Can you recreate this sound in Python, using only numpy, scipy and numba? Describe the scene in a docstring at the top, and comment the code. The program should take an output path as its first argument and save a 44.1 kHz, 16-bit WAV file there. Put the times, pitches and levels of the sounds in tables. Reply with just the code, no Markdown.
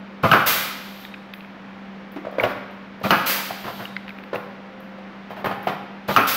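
"""In a hard-walled workshop a fan hums while air-powered rivet guns set three blind rivets on a bench. Hands
set down and drag tools and fasteners: decaying rings with noisy rattles, rubbing noise, chinks. A brief faint
burst of treble sounds near 2.12 s. Each shot: the piston thuds and air rushes in, the mandrel snaps and rings
the sheet metal as a crowd of modes, the exhaust blows down as shaped noise, and the suction ends in a breathy
whistle. One microphone hears it with the walls' tail; gain control ducks a little under the loudest blows."""
import sys
import numpy as np
from scipy import signal
from scipy.fft import rfft, irfft
from scipy.io import wavfile
from scipy.ndimage import uniform_filter1d
from numba import njit

SR = 44100
rng = np.random.default_rng(int(sys.argv[2]) if len(sys.argv) > 2 else 0)


def how_loud(loudness_db):
    """Turn decibels into a plain amplitude multiplier (0 dB gives 1, 20 dB gives 10)."""
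    steps = np.asarray(loudness_db, float) / 20
    return 10 ** steps


def waveform_to_disk(signal):
    """Save audio, clipped to [-1, 1], as 16-bit WAV at the path in sys.argv[1]."""
    frames = np.transpose(np.atleast_2d(signal))
    scaled = np.clip(frames, -1, 1) * 32767
    samples = np.round(scaled).astype(np.int16)
    wavfile.write(sys.argv[1], SR, samples)


N = 280474
TIME = np.arange(N) / SR  # seconds

# spectrum of bright metallic jingling: freq_hz, relative density_db (per Hz)
BRIGHT_METAL = [(5000, -36), (9000, -29), (11000, -17.5), (13000, -11), (15700, -12.5)]
# spectrum of things rattling or rubbing on the bench: freq_hz, relative density_db (per Hz)
BENCH_RATTLE = [(30, -1), (90, 4), (250, 3.5), (750, 6.5), (1400, 2.5), (3000, -9.5), (5000, -21.5),
                (8000, -38)]


def colour(x, points):
    """Filter by (Hz, dB) points joined on a log axis, without looking ahead (minimum phase)."""
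    hz, db = np.transpose(points)
    grid_hz = np.maximum(np.fft.rfftfreq(4096, 1 / SR), 1)
    level_db = np.interp(np.log(grid_hz), np.log(hz), np.maximum(db, -80))
    cepstrum = irfft(level_db * np.log(10) / 20)
    # folding the cepstrum forward makes the response causal
    cepstrum[1:2048] *= 2
    cepstrum[2049:] = 0
    response = irfft(np.exp(rfft(cepstrum)))
    return signal.fftconvolve(x, response)[:len(x)]


def hiss(points):
    """Coloured noise of rms 1."""
    x = colour(rng.standard_normal(N), points)
    return x / x.std()


def walk(rate, size=N):
    """Random levels held 1 / rate s and slewed twice; spread near 1."""
    k = int(SR / rate)
    held = np.repeat(rng.standard_normal(size // k + 1), k)
    return 1.3 * uniform_filter1d(uniform_filter1d(held, k), k)[:size]


def swell(start, rise_s, fall_db):
    """Envelope: silent, a quick rise, then a fall of fall_db a second."""
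    t = np.maximum(TIME - start, 0)
    return (1 - np.exp(-t / rise_s)) * how_loud(-fall_db * t)


def add(out, start, x):
    """Mix x in at start seconds."""
    i = int(start * SR)
    out[..., i:i + x.shape[-1]] += x[..., :N - i]


def peak(x):
    """Scale the loudest few milliseconds to a peak near 1, judged by their mean power."""
    return x / np.sqrt(2 * np.max(uniform_filter1d(x ** 2, size=130)))


def shop():
    """Fan noise that drifts a little, under tones that waver in pitch and level."""
    # fan noise spectrum: freq_hz, relative density_db (per Hz)
    fan_spectrum = [(25, -4), (65, 7), (100, -4.5), (130, -6), (200, 4.5), (400, -2.5), (700, -2.5),
                    (1400, -4.5), (2200, -8), (3500, -17), (5500, -28.5), (8000, -45), (12500, -48),
                    (16000, -45)]
    # fan tones: freq_hz, mean level_db, slow waver_db
    fan_tones = [(196.3, -42, .8), (262, -57, 2), (526, -56, 3.5), (788, -61, 3)]
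    out = how_loud(-42 + .6 * walk(2)) * hiss(fan_spectrum)
    for hz, db, waver_db in fan_tones:
        phase = 2 * np.pi * np.cumsum(hz * (1 + 0.00314 * walk(2.5))) / SR
        level = how_loud(db + waver_db * walk(3) + 1.2 * walk(25))
        out = out + level * np.sqrt(2) * np.sin(phase)
    return out


def room(x):
    """Diffuse tail of the walls: octave bands of noise, each with its own decay."""
    # decay of the hard-walled shop: freq_hz, t60_s
    wall_decay = [(100, 0.77), (500, 0.76), (2000, 1), (6000, 0.81), (14000, 0.11)]
    t = np.arange(SR) / SR
    hz, t60 = np.transpose(wall_decay)
    tail = 0
    for centre in 62.5 * 2 ** np.arange(9):
        edges_hz = [centre / 2 ** .5, min(centre * 2 ** .5, .45 * SR)]
        band = signal.butter(2, edges_hz, "bandpass", fs=SR, output="sos")
        decay_s = np.interp(np.log(centre), np.log(hz), t60)
        tail = tail + signal.sosfilt(band, rng.standard_normal(SR)) * how_loud(-60 * t / decay_s)
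    tail = tail * (1 - np.exp(-t / 0.0026))  # the tail builds up over a few ms
    return signal.fftconvolve(x, tail / np.sqrt(np.sum(tail ** 2)))[:N]


def scrapes():
    """Things dragged or shifted on the bench: unsteady rubbing noise with a trace of bright hiss."""
    # drags: start_s, nominal level_db, length_ms
    drags = [(2.47, -29.5, 78), (3.64, -30.5, 31), (3.664, -30.5, 66), (3.79, -32.5, 64),
             (5.298, -34.5, 54), (5.36, -36, 83), (5.455, -24.5, 33), (5.625, -38, 55), (5.69, -30, 76)]
    rub = hiss(BENCH_RATTLE) * how_loud(0.87 * walk(120)) + how_loud(-22.5) * hiss(BRIGHT_METAL)
    out = np.zeros(N)
    for start, db, length_ms in drags:
        progress = np.clip((TIME - start) * 1000 / length_ms, 0, 1)
        out += how_loud(db) * np.sin(np.pi * progress ** 0.48) * rub
    return out


def loose_pin():
    """A loose pin sings on thinly after a hard knock: one high sine, unsteady in pitch."""
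    seconds = np.cumsum(1 + 0.0037 * walk(150)) / SR
    return how_loud(-52) * np.sin(2 * np.pi * 12080 * seconds) * swell(2.39, .01, 130)


def chink(db):
    """A burst of bright noise: a tick, then a fainter shimmer that dies more slowly."""
    tick_s, shimmer_s, shimmer_db = 0.0013, 0.055, -15.5
    t = np.arange(int(.2 * SR)) / SR
    tick = np.exp(-t / tick_s)
    shimmer = how_loud(shimmer_db) * np.exp(-t / shimmer_s) * (1 - tick)
    noise = rng.standard_normal(len(t))
    return how_loud(db) * peak(colour(noise * (tick + shimmer), BRIGHT_METAL))


def chinks():
    """Short bright metallic chinks from the bench, and a brief faint burst of treble near 2.12 s; all are
    bursts of bright noise."""
    # bright bursts: start_s, peak_db
    bursts = [(1.338, -41), (1.3459, -44), (2.1191, -44), (2.3136, -50), (2.382, -52), (2.4079, -34),
              (2.434, -28.5), (2.7107, -55), (3.0026, -52.5), (4.0796, -54), (4.0916, -49), (4.1834, -54),
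              (4.2373, -51), (4.3505, -38), (4.8035, -45.5), (5.3103, -53), (5.4011, -54), (5.447, -33),
              (5.4595, -29), (5.6291, -40), (5.6634, -40), (5.676, -33)]
    out = np.zeros(N)
    for start, db in bursts:
        add(out, start, chink(db))
    return out


def tap(db, hz, rattle_ms, thump_db, cycles, struck):
    """One contact: a few cycles of the struck thing and a broad rattle, as two rows."""
    t = np.arange(int(.2 * SR)) / SR
    turns = hz * t
    ring = np.sin(2 * np.pi * turns) * turns / cycles * np.exp(1 - turns / cycles)
    shape = np.exp(-t * 1000 / rattle_ms) * (1 - np.exp(-t * 3000 / rattle_ms))
    rattle = colour(rng.standard_normal(len(t)) * shape, struck)
    return how_loud(db) * np.array([peak(ring), how_loud(thump_db) * peak(rattle)])


def clicks():
    """Small close metal clicks of pliers and clamps: short high taps."""
    # clicks: start_s, peak_db, ring_hz, rattle_db (against ring)
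    click_rows = [(1.05, -28, 3580, 0), (1.14, -29, 2500, -2), (1.1435, -32, 2430, 4),
                  (1.3367, -27, 2510, 3), (1.4068, -32, 2450, 3), (1.4463, -36, 2400, 3),
                  (2.3985, -11, 2230, -21), (2.4363, -14.5, 2830, -8), (3.854, -23.5, 2880, -6),
                  (3.965, -18, 2080, 1), (4.08, -27, 2850, 8), (4.092, -28.5, 2550, 7),
                  (4.104, -31, 2330, -1), (4.186, -29.5, 2520, 9), (4.237, -33.5, 2720, 4),
                  (4.358, -22, 2660, 0)]
    # rattle of small metal: freq_hz, relative density_db (per Hz)
    small_metal = [(400, -26), (1500, 9), (2200, 14), (4200, -2), (6000, -23), (9000, -48)]
    out = np.zeros(N)
    for start, db, hz, thump_db in click_rows:
        contact = tap(0, hz, rattle_ms=1.6, thump_db=thump_db, cycles=2.66, struck=small_metal)
        add(out, start, how_loud(db) * peak(contact.sum(axis=0)))
    return out


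def knocks():
    """Tools and tubs set down: three contacts each, unevenly spaced, as rows of rings and rattles."""
    # knocks: start_s, ring peak_db, ring_hz, bounce_loss_db, rattle_db (against ring)
    set_downs = [(2.16, -24.5, 314, 3.5, -5), (2.249, -27.5, 594, 8, -2), (2.269, -18.5, 600, 6, -16),
                 (2.325, -28, 595, 4, -6), (2.353, -27.5, 560, 10, -10), (2.383, -13.5, 556, 16, -7),
                 (2.402, -21, 573, 6, 1), (2.429, -19, 720, 21, -1), (2.4375, -6.5, 586, 7.5, -5),
                 (3.013, -30, 563, 10, -1), (3.506, -21, 755, 8.5, -4.5), (4.33, -18.5, 557, 1.5, -2),
                 (4.984, -33, 586, 15, -4), (5.305, -28, 683, 3, -8), (5.443, -21, 584, 1.5, 3.5),
                 (5.468, -25.5, 806, 1, 1), (5.511, -21.5, 720, 4.5, -1.5), (5.67, -15, 716, 5, 0.5)]
    bounce_s = .012  # mean spacing
    out = np.zeros((2, N))
    for first, db, hz, loss_db, thump_db in set_downs:
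        uneven = rng.uniform(-1, 1, (3, 2))
        for bounce, (late, detune) in enumerate(uneven):
            start = first + bounce * bounce_s * (1 + 0.1514 * late)
            bounce_db = db - bounce * abs(loss_db)
            bounce_hz = hz * (1 + 0.11 * detune * min(bounce, 1))  # the first contact keeps its pitch
            add(out, start, tap(bounce_db, bounce_hz, rattle_ms=7.6, thump_db=thump_db,
                                cycles=1.27, struck=BENCH_RATTLE))
    return out


def handling():
    """Hands at the bench, plus a brief faint treble burst near 2.12 s: returns rings, then rattles with chinks,
    that burst, rubbing and pin, then clicks."""
    rings, rattles = knocks()
    return rings, rattles + chinks() + scrapes() + loose_pin(), clicks()


def sheet():
    """One blow on the sheet and gun body: every crowd of close modes beats roughly as it dies."""
    # crowds of modes: centre_hz, half_width_hz, relative level_db, middle t60_s
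    crowds = [(128, 67, -3, 0.11), (262, 120, -5, 0.18), (483, 110, -15, 0.167), (680, 141, -2.5, 0.15),
              (930, 200, -1.5, 0.16), (1270, 240, 1.5, 0.23), (1460, 220, -1.5, 0.26), (1916, 500, -8, 0.1),
              (2460, 200, -8, 0.3), (2850, 300, -13, .1), (4400, 2000, -11.5, 0.12)]
    t = np.arange(int(.4 * SR)) / SR
    out = 0
    for hz, width_hz, db, t60 in crowds:
        count = 16 + int(width_hz) // 16
        place, size, phase, loss = rng.uniform(-1, 1, (4, count, 1))
        mode_hz = hz + width_hz * place * np.abs(place) ** 0.412
        decay = how_loud(2.7 * size - 60 * t * (1 + 0.27 * loss) / t60)
        modes = decay * np.sin(2 * np.pi * (mode_hz * t + phase))
        flutter = how_loud(db + 2.5 * walk(100, size=len(t)))
        out = out + flutter * modes.sum(axis=0) / np.sqrt(count)
    return out * (1 - np.exp(-t / .005))


def crack():
    """The mandrel breaks: brief noise over a gun-body knock, then the stem jingles in its catcher."""
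    # breaking metal: freq_hz, relative density_db (per Hz)
    break_spectrum = [(300, -3), (1300, 5), (2900, -4), (4300, -3.5), (7000, -20.5), (10000, -31),
                      (13500, -8.5), (15700, -18)]
    t = np.arange(int(.2 * SR)) / SR
    burst, shake = rng.standard_normal((2, len(t)))
    burst = colour(burst * t / .0012 * np.exp(1 - t / .0012), break_spectrum)
    knock = np.sin(2 * np.pi * 1280 * t) + .4 * np.sin(2 * np.pi * 2880 * t)
    knock = knock * t / .0011 * np.exp(1 - t / .0011)
    stem = colour(shake, BRIGHT_METAL) * np.exp(-t / 0.062)
    return how_loud(-10.5) * burst / np.abs(burst).max() + how_loud(-5) * knock + how_loud(-17.0) * stem


def drawn_air(suction):
    """Suction hiss with an added narrow band of noise near 13 kHz that wanders in pitch."""
    phase = 2 * np.pi * np.cumsum(13000 * (1 + .04 * walk(4))) / SR
    edge = uniform_filter1d(rng.standard_normal(N), size=40) * np.sin(phase)
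    return suction + how_loud(-9.5) * edge / edge.std()


def gun():
    """Valve and piston strokes in order; returns the solid blows and the air."""
    # one row a rivet: trigger_s, snap_s, exhaust_opens_s
    shots = [(.2325, .3145, .459), (3.037, 3.1065, 3.258), (6.083, 6.1632, 6.268)]
    # strokes of each rivet: piston_thud_db, exhaust_db, suction_db
    stroke_levels = [(-11.5, -12, -49), (-18.5, -15, -46.5), (-18.5, -16.5, -41)]
    # spectra, each freq_hz, relative density_db (per Hz): piston rumble, exhaust, suction,
    # breathy whistle of the suction nozzle, piston against its stop
    thud = hiss([(35, -15), (60, 3), (174, 5.5), (403, -6), (570, 4), (859, -4), (1190, 0), (1650, -11),
                 (2440, -11), (8000, -65.5), (10400, -53), (17600, -120)])
    jet = hiss([(290, -24.5), (500, -6.5), (1280, -6.5), (2210, -3.5), (4880, -8), (9340, -18.5),
                (12600, -5), (15700, -4.5)])
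    suction = hiss([(1760, -26), (3000, -2.5), (4510, -8), (5480, -15), (6430, -17.5), (8080, -24),
                    (10500, -23.5), (12400, -9.5), (15700, -16.5)])
    whistle = hiss([(3400, -30), (3780, 0), (4150, -30)])
    stop = hiss([(60, -24.5), (200, -3), (500, -1.5), (900, -2), (1400, 0.5), (2800, -11), (8000, -48)])
    valve_s, recoil_s, suction_s = .004, 0.016, .596
    blows, air = np.zeros(N), np.zeros(N)
    drawn = drawn_air(suction)
    for (pull, snap, vent), (thud_db, out_db, suck_db) in zip(shots, stroke_levels):
        shut = vent + suction_s  # suction stays on this long after the exhaust opens
        # the piston travels about 30 ms, rumbling, then loads the rivet
        loaded = how_loud(-900 * np.maximum(TIME - pull - .032, 0))
        blows += how_loud(thud_db) * thud * swell(pull, valve_s, 70) * loaded
        # the gun's nose shakes the sheet as the piston starts
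        add(blows, pull, how_loud(thud_db - 13) * sheet())
        add(blows, snap, how_loud(-12) * sheet())
        add(blows, snap, how_loud(3.5) * crack())
        # the freed piston slams back into its stop
        blows += how_loud(thud_db + 6.5) * stop * swell(snap + recoil_s, 0.0053, 330.0)
        # air rushes in until just before the exhaust opens
        closing = np.clip((vent - .008 - TIME) / 0.029, 0, 1)
        air += how_loud(-34) * suction * swell(pull - .006, 0.0066, 31) * closing
        # the cylinder holds its flow a moment, then empties faster
        emptying = how_loud(-160 * np.maximum(TIME - vent, 0) ** 2)
        air += how_loud(out_db) * jet * swell(vent, 0.0095, 67) * emptying
        air += how_loud(suck_db) * drawn * (TIME > vent) * how_loud(-400 * np.maximum(TIME - shut, 0))
        # the nozzle whistles as the flow thins out, and a little after
        air += how_loud(suck_db - 2) * whistle * swell(shut - .03, 0.035, 90)
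    return blows, air * how_loud(0.84 * walk(30))


def scene():
    """Everything reaches one microphone; only the treble differs a little between the channels."""
    blows, air = gun()
    rings, rattles, small_clicks = handling()
    # each source excites the walls by its own amount
    solid_send = how_loud(-7.5) * blows + how_loud(-10.0) * rings + how_loud(-7.0) * rattles
    wet = room(solid_send + how_loud(-5.0) * air + how_loud(-17.5) * small_clicks)
    mid = blows + air + rings + rattles + small_clicks + wet + shop()
    treble = [(1500, -40), (3000, -20), (6000, -12), (9000, -4), (13000, 0)]
    side = how_loud(-21) * colour(np.roll(mid, 40), treble)
    return np.array([mid + side, mid - side])


@njit
def follow(x, attack, release):
    """Envelope that rises fast and falls slowly."""
    e, out = 1e-6, np.empty(len(x))
    for i in range(len(x)):
        e += (x[i] - e) * (attack if x[i] > e else release)
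        out[i] = e
    return out


def top_cut(x):
    """Nothing passes above the cut-off."""
    return signal.sosfilt(signal.butter(12, 16740, fs=SR, output="sos"), x)


def record(dry):
    """Microphone cuts, gain control that turns loud moments down, a clipping converter."""
    # microphone's low and high cut: freq_hz, gain_db
    mic_cuts = [(30, -12), (80, -15), (110, 0), (15700, 0), (15900, -30), (17000, -60)]
    attack_s, release_s, threshold_db = 0.00288, .1, -19.0
    heard = np.array([colour(x, mic_cuts) for x in dry])
    envelope = follow(np.abs(heard).max(axis=0), 1 / (attack_s * SR), 1 / (release_s * SR))
    gain = np.minimum(1, how_loud(threshold_db) / envelope) ** 0.097  # a gentle ratio
    mix = np.clip(heard * gain, -1, 1)
    return top_cut(mix)


dry = scene()
out = record(dry)
waveform_to_disk(out)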